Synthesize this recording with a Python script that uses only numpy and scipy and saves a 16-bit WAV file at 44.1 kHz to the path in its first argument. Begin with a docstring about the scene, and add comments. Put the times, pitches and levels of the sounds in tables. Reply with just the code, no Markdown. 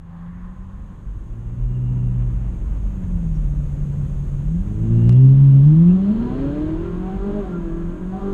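"""Sports car pulling away

From the cabin, a sports car rolls up to a junction, drops to idle and pulls away hard, easing once near the
end. Its eight-cylinder engine is a sum of sine orders of the cycle rate, coloured by resonances, with pulsed
gas noise. Filtered noise gives body shake, road rumble, tyre roar, a tyre rush at the start and a thin hiss.
Low sines boom, brief narrow tones chirp and flare, and two sharp ticks sound close together at about 5.1 s. The
whole fades in, and a gain control turns it down when it is loud."""
import sys
import numpy as np
from scipy import signal
from scipy.fft import rfft, irfft, next_fast_len
from scipy.io import wavfile
from scipy.ndimage import uniform_filter1d

SR = 44100
rng = np.random.default_rng(int(sys.argv[2]) if len(sys.argv) > 2 else 0)


def persist_wave(psi):
    """Save psi, clipped to +-1, as 16-bit WAV."""
    counts = np.round(np.clip(psi, -1, 1) * 32767).astype(np.int16)
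    wavfile.write(sys.argv[1], SR, np.atleast_2d(counts).T)


N = 367353
TIME = np.arange(N) / SR

# nominal engine speed: t/s, firing rate f/Hz
SPEED = [(0, 83), (.25, 86), (.85, 98), (1.45, 116), (1.75, 124.5), (2.25, 122), (2.5, 116), (2.9, 100),
         (3.1, 88), (3.25, 83), (3.45, 72.5), (4.44, 70), (4.68, 102), (4.92, 114), (5.05, 115.5),
         (5.2, 130), (5.42, 138), (5.59, 136), (5.87, 175), (6.06, 198), (6.11, 212), (6.27, 245),
         (6.55, 294), (6.69, 316), (6.76, 321), (6.81, 337), (6.93, 355), (7.15, 385), (7.38, 411),
         (7.44, 382), (7.55, 343), (7.71, 330), (7.86, 338), (8.25, 393), (8.33, 396)]
# a touch of throttle, coasting to idle, the hard pull and one lift: t/s, load level/dB re reference load
THROTTLE = [(0, -18), (1.15, -22), (1.9, -7), (2.3, -12), (2.6, -22.5), (3.15, -19.5), (4.45, -19),
            (4.72, -12), (4.95, -2.5), (5.3, 2.5), (5.85, 3), (6.4, 4), (7.05, 1), (7.38, 2.5), (7.65, -1),
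            (8.05, -3.5), (8.22, 2)]
# leading exhaust notes as multiples of the cycle rate: 4 is the note of one bank, 8 the firing note
LEADING_ORDERS = [4, 8, 12, 16, 20, 24, 32]


def from_db(db):
    """Logarithmic level: 20 dB is a factor of ten in amplitude."""
    return 10 ** (np.asarray(db) / 20)


def rms_one(x):
    """Normalisation: scale the signal to unit rms."""
    return x / np.sqrt(np.mean(x ** 2) + 1e-20)


def in_time(rows, t=TIME):
    """Linear interpolation: the columns of a curve at the times t."""
    s, *columns = np.transpose(rows)
    return [np.interp(t, s, column) for column in columns]


def at_hz(points, hz):
    """Spectral envelope: levels in dB interpolated along a log-frequency axis."""
    f, db = np.transpose(points)
    return np.interp(np.log(hz), np.log(f), db)


def drift(rate, t=TIME):
    """Slow random modulation: white noise through a double one-pole low-pass near rate in Hz; rms 1."""
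    r = np.exp(-2 * np.pi * rate / 1000)  # drawn at 1000 values per second
    white = rng.standard_normal(10500)
    slow = signal.lfilter([1], [1, -2 * r, r * r], white)[2000:]  # the settling is dropped
    return np.interp(t * 1000, np.arange(len(slow)), rms_one(slow))


def resonance_db(hz):
    """Resonance: a component rises or dips as its frequency sweeps through each bell-shaped peak."""
    # broad resonances of the path into the cabin: f/Hz, width/Hz, level/dB
    broad_peaks = [(168, 63, 12), (305, 17, 7.5), (390, 38, 6.5), (558, 38, 9), (616, 42, 4),
                   (774, 12, 2.5), (930, 81, 4), (1340, 30, -3.5)]
    return sum(db / (1 + (2 * (hz - centre) / width) ** 2) for centre, width, db in broad_peaks)


def noise(spectrum, resonant=0):
    """Spectral shaping: white noise filtered to a colour, plus a share of the cabin's resonances; rms 1."""
    size = next_fast_len(N)
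    hz = np.maximum(np.arange(size // 2 + 1) * SR / size, 1)
    gain = from_db(at_hz(spectrum, hz) + resonant * resonance_db(hz))
    white = rng.standard_normal(size)
    return rms_one(irfft(rfft(white) * gain, size)[:N])


def wavering(phase, rough, rate, t=TIME):
    """Random quadrature modulation: a sine whose height and phase wander."""
    in_phase = drift(rate, t) * np.sin(phase)
    quadrature = drift(rate, t) * np.cos(phase)
    return np.sin(phase) + rough * (in_phase + quadrature)


def narrow_tone(hz, width_hz):
    """Phase diffusion: a random walk in phase smears a tone over the given width; rms 1."""
    wander = np.cumsum(rng.standard_normal(N)) * np.sqrt(2 * np.pi * width_hz / SR)
    edges = [max(hz - 2 * width_hz, 50), hz + 2 * width_hz]
    band = signal.butter(2, edges, "band", fs=SR, output="sos")
    return rms_one(signal.sosfilt(band, np.sin(2 * np.pi * hz * TIME + wander)))


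def swell(s, spread):
    """Gaussian envelope: a bell of standard deviation spread around the time s, both in seconds."""
    return np.exp(-.5 * np.minimum(np.abs(TIME - s) / spread, 10) ** 2)


def octaves():
    """Logarithmic pitch: engine speed in octaves above a middle firing rate of 135 Hz."""
    return np.log2(in_time(SPEED)[0] / 135)


def effort(db, load_share, db_per_octave):
    """Source power: the gain of an engine layer follows load and engine speed."""
    return from_db(db + load_share * in_time(THROTTLE)[0] + db_per_octave * octaves())


def crank(jitter):
    """Periodic excitation: rate and angle of the four-stroke cycle, which holds eight firings."""
    cycle_hz = in_time(SPEED)[0] / 8
    cycle_hz = cycle_hz * (1 + jitter * drift(18.0))
    return cycle_hz, 2 * np.pi * np.cumsum(cycle_hz) / SR


def exhaust(cycle_hz, angle, rough, firing_rough):
    """Harmonic series: four pulses a cycle from each bank and their overtones, each coloured by its own path."""
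    # note of one bank: f/Hz, sine level/dB at 0 dB load
    bank_note = [(35, -32.5), (50, -31.5), (62, -38), (68, -46), (105, -45), (140, -24.5), (152, -29),
                 (178, -22.5), (190, -21.5), (203, -20), (215, -19.5)]
    # firing note: f/Hz, sine level/dB at 0 dB load
    firing_note = [(70, -20.5), (85, -11), (106, -13.5), (113, -9.5), (125, -3.5), (140, -3), (180, -5.5),
                   (195, -15), (212, -11.5), (245, -20), (280, -23), (314, -18.5), (376, -35.5), (400, -25),
                   (412, -28.5)]
    # three times the bank note: f/Hz, sine level/dB at 0 dB load
    third_note = [(105, -26.5), (140, -27.5), (162, -18), (184, -19), (198, -28), (255, -35.5),
                  (355, -43.5), (406, -32.5), (472, -44.5), (580, -47), (617, -36.5)]
    # octave of the firing note: f/Hz, sine level/dB at 0 dB load
    octave_note = [(140, -5), (173, 0), (205, -18), (218, -23), (228, -20), (242, -28), (263, -21.5),
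                   (288, -31), (315, -20), (375, -32), (505, -55.5), (550, -31), (625, -39.5), (690, -55),
                   (728, -53), (750, -38.5), (780, -43.5), (824, -47.5)]
    # five times the bank note: f/Hz, sine level/dB at 0 dB load
    fifth_note = [(175, -18.5), (216, -36), (240, -31.5), (330, -39), (520, -63), (570, -55.5), (660, -44),
                  (760, -66.5), (900, -55), (985, -53)]
    # twelfth above the firing note: f/Hz, sine level/dB at 0 dB load
    twelfth_note = [(210, -33.5), (275, -31.5), (340, -25), (355, -36), (394, -32), (412, -45.5),
                    (510, -42.5), (640, -45), (700, -54.5), (760, -44), (820, -62), (1120, -47),
                    (1183, -49), (1236, -71)]
    # double octave of the firing note: f/Hz, sine level/dB at 0 dB load
    top_note = [(280, -38), (420, -37), (480, -45.5), (560, -48.5), (860, -59), (980, -40), (1060, -55.5),
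                (1200, -60), (1320, -56.5), (1376, -52.5), (1440, -59.5), (1500, -55), (1648, -60)]
    colours = [bank_note, firing_note, third_note, octave_note, fifth_note, twelfth_note, top_note]

    strain = 0.15 * np.maximum(octaves(), 0)  # above mid speed the notes break up a little
    load_db = in_time(THROTTLE)[0]
    out = 0
    for k, colour in zip(LEADING_ORDERS, colours):
        load_share = 0.23 if k == 4 else 1  # the bank note hardly follows the throttle
        height = from_db(at_hz(colour, k * cycle_hz) + load_share * load_db)
        note_rough = firing_rough if k == 8 else rough
        phase = k * angle + rng.uniform(0, 2 * np.pi)
        out = out + height * wavering(phase, strain + note_rough, rate=11.3)
    return out


def growl(cycle_hz, angle, rough, flutter_rate, count=66):
    """Subharmonics: unequal cylinders sound the other multiples of the cycle, wavering as combustion varies."""
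    # path from engine to cabin: f/Hz, sine level/dB
    cabin_path = [(30, -64), (100, -61.5), (150, -41.5), (195, -38), (245, -45.5), (320, -44), (400, -49.5),
                  (500, -58.5), (600, -60.5), (850, -68), (1120, -59.5), (1380, -65.5), (1640, -63.5),
                  (1800, -76.5), (2100, -80.5), (3300, -103.5)]
    # orders with a level of their own: multiple of the cycle rate, level offset/dB
    strong_orders = {2: -3, 3: -5, 5: -1, 6: -2, 7: 2, 9: 5, 10: 2, 11: 2, 14: 1, 17: -2, 18: 0, 19: -2, 22:
                     1, 28: 4, 36: 5, 40: 8, 44: 6, 48: 9, 56: 7, 64: 6}
    step = 5  # computed at every fifth sample, then resampled
    t, cycle_hz, angle = TIME[::step], cycle_hz[::step], angle[::step]
    out = 0
    for k in np.setdiff1d(np.arange(2, count), LEADING_ORDERS):
        line = wavering(k * angle + rng.uniform(0, 2 * np.pi), rough, flutter_rate, t)
        hz = k * cycle_hz
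        line_db = at_hz(cabin_path, hz) + resonance_db(hz) + strong_orders.get(k, 0)
        out = out + line * from_db(line_db)
    gain = effort(db=-6, load_share=.6, db_per_octave=8.5)[::step]
    return signal.resample_poly(out * gain, step, 1)[:N]


def cabin_echoes(x, t60, wet_db):
    """Reverberation: dense decaying reflections make gliding orders beat against their own past."""
    t = TIME[:SR // 4]
    tail = rng.standard_normal(len(t)) * from_db(-60 * t / t60)
    wet = from_db(wet_db)
    reflected = signal.fftconvolve(x, tail / np.linalg.norm(tail))[:N]
    return (x + wet * reflected) / np.hypot(1, wet)


def rasp(angle, depth):
    """Amplitude-modulated flow noise: gas puffs out with each pulse of a bank."""
    # gas noise: f/Hz, spectral level/dB per Hz
    gas_spectrum = [(300, 1.5), (520, 9.5), (800, 5), (1500, -0.5), (2200, -7), (3100, 0.5), (4200, -8),
                    (5200, -17), (8000, -28.5), (14000, -55.5)]
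    puffs = np.cos(4 * angle)
    idle_gain = from_db(-63)  # remains with the throttle shut
    gain = np.hypot(idle_gain, effort(db=-52, load_share=1.7, db_per_octave=0.24))
    return gain * rms_one(noise(gas_spectrum, resonant=1.0) * (1 + depth * puffs))


def panels(x):
    """Modal ringing: panels driven by the engine ring on at their own pitch and beat against it."""
    # panel modes: f/Hz, width/Hz, gain level/dB
    panel_modes = [(201, 2.3, -1), (398.6, 16, -5), (617.4, 11, 2), (751, 13, 4.5), (981, 8, 8.5),
                   (1197, 7.6, 5), (1380, 8.3, 8), (1615, 4.9, 4.5), (1820, 16, 2), (1980, 37, 2.5)]
    out = x
    for hz, width_hz, db in panel_modes:
        r = np.exp(-np.pi * width_hz / SR)
        band = signal.lfilter([1, 0, -1], [1, -2 * r * np.cos(2 * np.pi * hz / SR), r * r], x)
        out = out + from_db(db) * (1 - r * r) / 2 * band  # the factor brings the peak gain near 1
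    return out


def whistle(patchy_db):
    """Flow-excited resonance: air drawn past the throttle sings fitfully, most around one engine speed."""
    detuned = (in_time(SPEED)[0] - 123) / 7  # distance from a 123 Hz firing rate, in units of 7 Hz
    gain = effort(db=-57.5, load_share=1.15, db_per_octave=-11) / np.hypot(1, detuned)
    return gain * from_db(patchy_db * drift(8.1)) * narrow_tone(hz=2795, width_hz=80)


def road(lumpy_db):
    """Broadband excitation: body shake, suspension rumble, varying tyre roar, tyre rush and air hiss."""
    # strength of the tyre roar in time: t/s, value (30 is the reference)
    roar_strength = [(0, 32), (1, 19.7), (2.3, 26), (3.2, 18.6), (4.5, 13.3), (5.3, 30), (6.5, 51),
                     (8.33, 22)]
    # rumble in time: t/s, level/dB
    rumble_level = [(0, -26), (3.3, -23.5), (4.8, -25.5), (6.2, -24.5), (6.65, -23), (7.2, -26.5),
                    (8.33, -31.5)]
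    # noise colours, each: f/Hz, spectral level/dB per Hz
    shake_spectrum = [(10, -34), (18, -17.5), (23, 8.5), (26.5, 8.5), (30, 11.5), (38, -15), (100, -70)]
    rumble_spectrum = [(15, -18), (26, -7), (35, 3), (46, 3.5), (60, -5), (82, -3.5), (110, -8.5),
                       (175, -10), (240, -19.5), (340, -26.5), (440, -31.5), (560, -32.5), (720, -45),
                       (1200, -72.5)]
    roar_spectrum = [(200, -2), (500, -3.5), (720, 3), (1020, 3), (1500, -3), (2100, -9), (2800, -11),
                     (4000, -28.5), (6000, -34), (12000, -56.5)]
    rush_spectrum = [(400, -22.5), (530, -1), (660, -16.5), (800, -2.5), (920, -3.5), (1060, 4),
                     (1300, -5.5), (1800, -8.5), (2300, -24.5), (3400, -23.5), (6000, -42)]
    hiss_spectrum = [(1500, -4), (3500, -8), (5000, -18.5), (6000, -11), (6300, -4.5), (6520, 1),
                     (6850, -6), (8800, -10.5), (10300, -20.5), (12000, -18.5), (13300, -22.5),
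                     (14500, -44.5)]

    doublings = np.log2(np.maximum(in_time(roar_strength)[0], 1) / 30)
    since = TIME - 0.27  # seconds from the peak of the rush
    rush_db = -40 + np.minimum(21 * since, -14 * since) + 1.5 * drift(4.9)  # rises and falls in dB/s
    shake_db = -31.5 + 1 * np.maximum(TIME - 5.1, 0)  # grows by 1 dB/s from 5.1 s
    shake = from_db(shake_db) * noise(shake_spectrum)
    rumble = from_db(in_time(rumble_level)[0]) * noise(rumble_spectrum)
    roar_db = -48 + 7 * doublings + lumpy_db * drift(14)  # 7 dB per doubling of strength
    roar = from_db(roar_db) * noise(roar_spectrum, resonant=0.18)
    rush = from_db(rush_db) * noise(rush_spectrum, resonant=0.28)
    hiss = from_db(-61.5) * noise(hiss_spectrum)
    return shake + rumble + roar + rush + hiss


def chirps():
    """Narrow-band bursts: short swelling tones and scuffs in the cabin, and the flares of its panels."""
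    # chirps, hums and scuffs: t/s, envelope spread/s, f/Hz, width/Hz, level/dB
    cabin_bursts = [(.14, .06, 800, 95, -43.5), (.36, 0.11, 1847, 280, -49.5),
                    (0.557, 0.089, 1035, 65, -50), (3.36, .008, 5650, 500, -65),
                    (5.165, .015, 3340, 86, -58), (5.905, 0.02, 2680, 160, -50),
                    (6.302, 0.24, 4160, 210, -64), (7.55, .26, 198.5, 8, -29.5)]
    # panel flares during the pull: t/s, envelope spread/s, f/Hz, width/Hz, level/dB
    panel_flares = [(6.3, .036, 982, 5, -39), (7.553, .025, 1381, 8, -41), (7.45, .025, 752, 6, -41),
                    (8.17, .04, 754, 5, -40), (8.26, .045, 1187, 6, -42), (8.27, .06, 984, 6, -42)]
    out = 0
    for s, spread, hz, width, db in cabin_bursts + panel_flares:
        out = out + from_db(db) * swell(s, spread) * narrow_tone(hz, width)
    return out


def boom(rough):
    """Low-frequency body drone: enveloped sines swell mostly during the approach, and once in the pull."""
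    # swells: t/s, envelope spread/s, f/Hz, level/dB
    boom_swells = [(1.112, 0.053, 49, -22), (1.648, 0.084, 42.6, -18), (2.182, 0.32, 49.34, -18.5),
                   (2.757, 0.11, 48.24, -19), (3.448, 0.17, 41.1, -21), (3.494, .2, 57, -27),
                   (6.546, 0.029, 41, -30)]
    drone = 0
    for s, spread, hz, db in boom_swells:
        drone = drone + from_db(db) * swell(s, spread) * rms_one(np.sin(2 * np.pi * hz * TIME))
    return drone * (1 + rough * drift(2.5))


def ticks(dull_hz):
    """Overdamped impulse response: a sudden jump that dies away without ringing."""
    # ticks: t/s, impulse level/dB
    tick_rows = [(5.0939, -17), (5.127, -25.5)]
    clicks = np.zeros(N)
    for s, db in tick_rows:
        clicks[round(s * SR)] = from_db(db)
    low_pass = signal.butter(2, 8000, fs=SR, output="sos")
    rounded = signal.sosfilt(low_pass, clicks + 1e-18)
    return signal.lfilter([1], [1, -np.exp(-2 * np.pi * dull_hz / SR)], rounded)


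def throat(angle, depth):
    """Pulsed flow noise: halfway up the pull, low gas noise briefly fills in between the orders."""
    # throaty exhaust noise: f/Hz, spectral level/dB per Hz
    throat_spectrum = [(70, -31), (130, -5.5), (185, -0.5), (260, -4.5), (330, -6.5), (410, -4), (470, -11),
                       (530, -21), (900, -50), (3000, -85.5)]
    puffs = np.cos(4 * angle)
    gain = from_db(-25.5) * swell(s=6.32, spread=0.19)
    return gain * rms_one(noise(throat_spectrum) * (1 + depth * puffs))


def gain_control(x):
    """Dynamic compression: rms above a limit pushes the gain down, and it recovers very slowly."""
    limit_db, recover_db_per_s, detect_s = -8, 0.6, 0.31
    power = uniform_filter1d(x[0] ** 2, int(detect_s * SR))
    level_db = 10 * np.log10(np.maximum(power, 1e-12))
    recovered = recover_db_per_s * TIME
    excess_db = np.maximum(level_db - limit_db, 0)
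    return x * from_db(recovered - np.maximum.accumulate(excess_db + recovered))


def scene():
    """Superposition: engine, intake, road, brief tones and two sharp ticks add linearly."""
    cycle_hz, angle = crank(jitter=0.0011)
    notes = exhaust(cycle_hz, angle, rough=0.24, firing_rough=0.09)
    overtones = cabin_echoes(growl(cycle_hz, angle, rough=.5, flutter_rate=6), t60=.3, wet_db=-3)
    gas = rasp(angle, depth=0.21) + throat(angle, depth=0.16)
    engine = panels(notes + from_db(-4.5) * overtones + gas)
    intake = whistle(patchy_db=3)
    rolling = road(lumpy_db=1.06) + boom(rough=0.073)
    return (engine + intake + rolling + chirps() + ticks(dull_hz=250))[None]


def record(dry):
    """Band limiting: after gain control and a slow fade-in, the top is cut steeply at 13.8 kHz."""
    fade = np.interp(TIME, [0, 3.87], [0.17, 1])  # seconds, gain
    low_pass = signal.ellip(10, .1, 80, 13800, fs=SR, output="sos")
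    return signal.sosfilt(low_pass, fade * gain_control(dry))


dry = scene()
out = record(dry)
persist_wave(out)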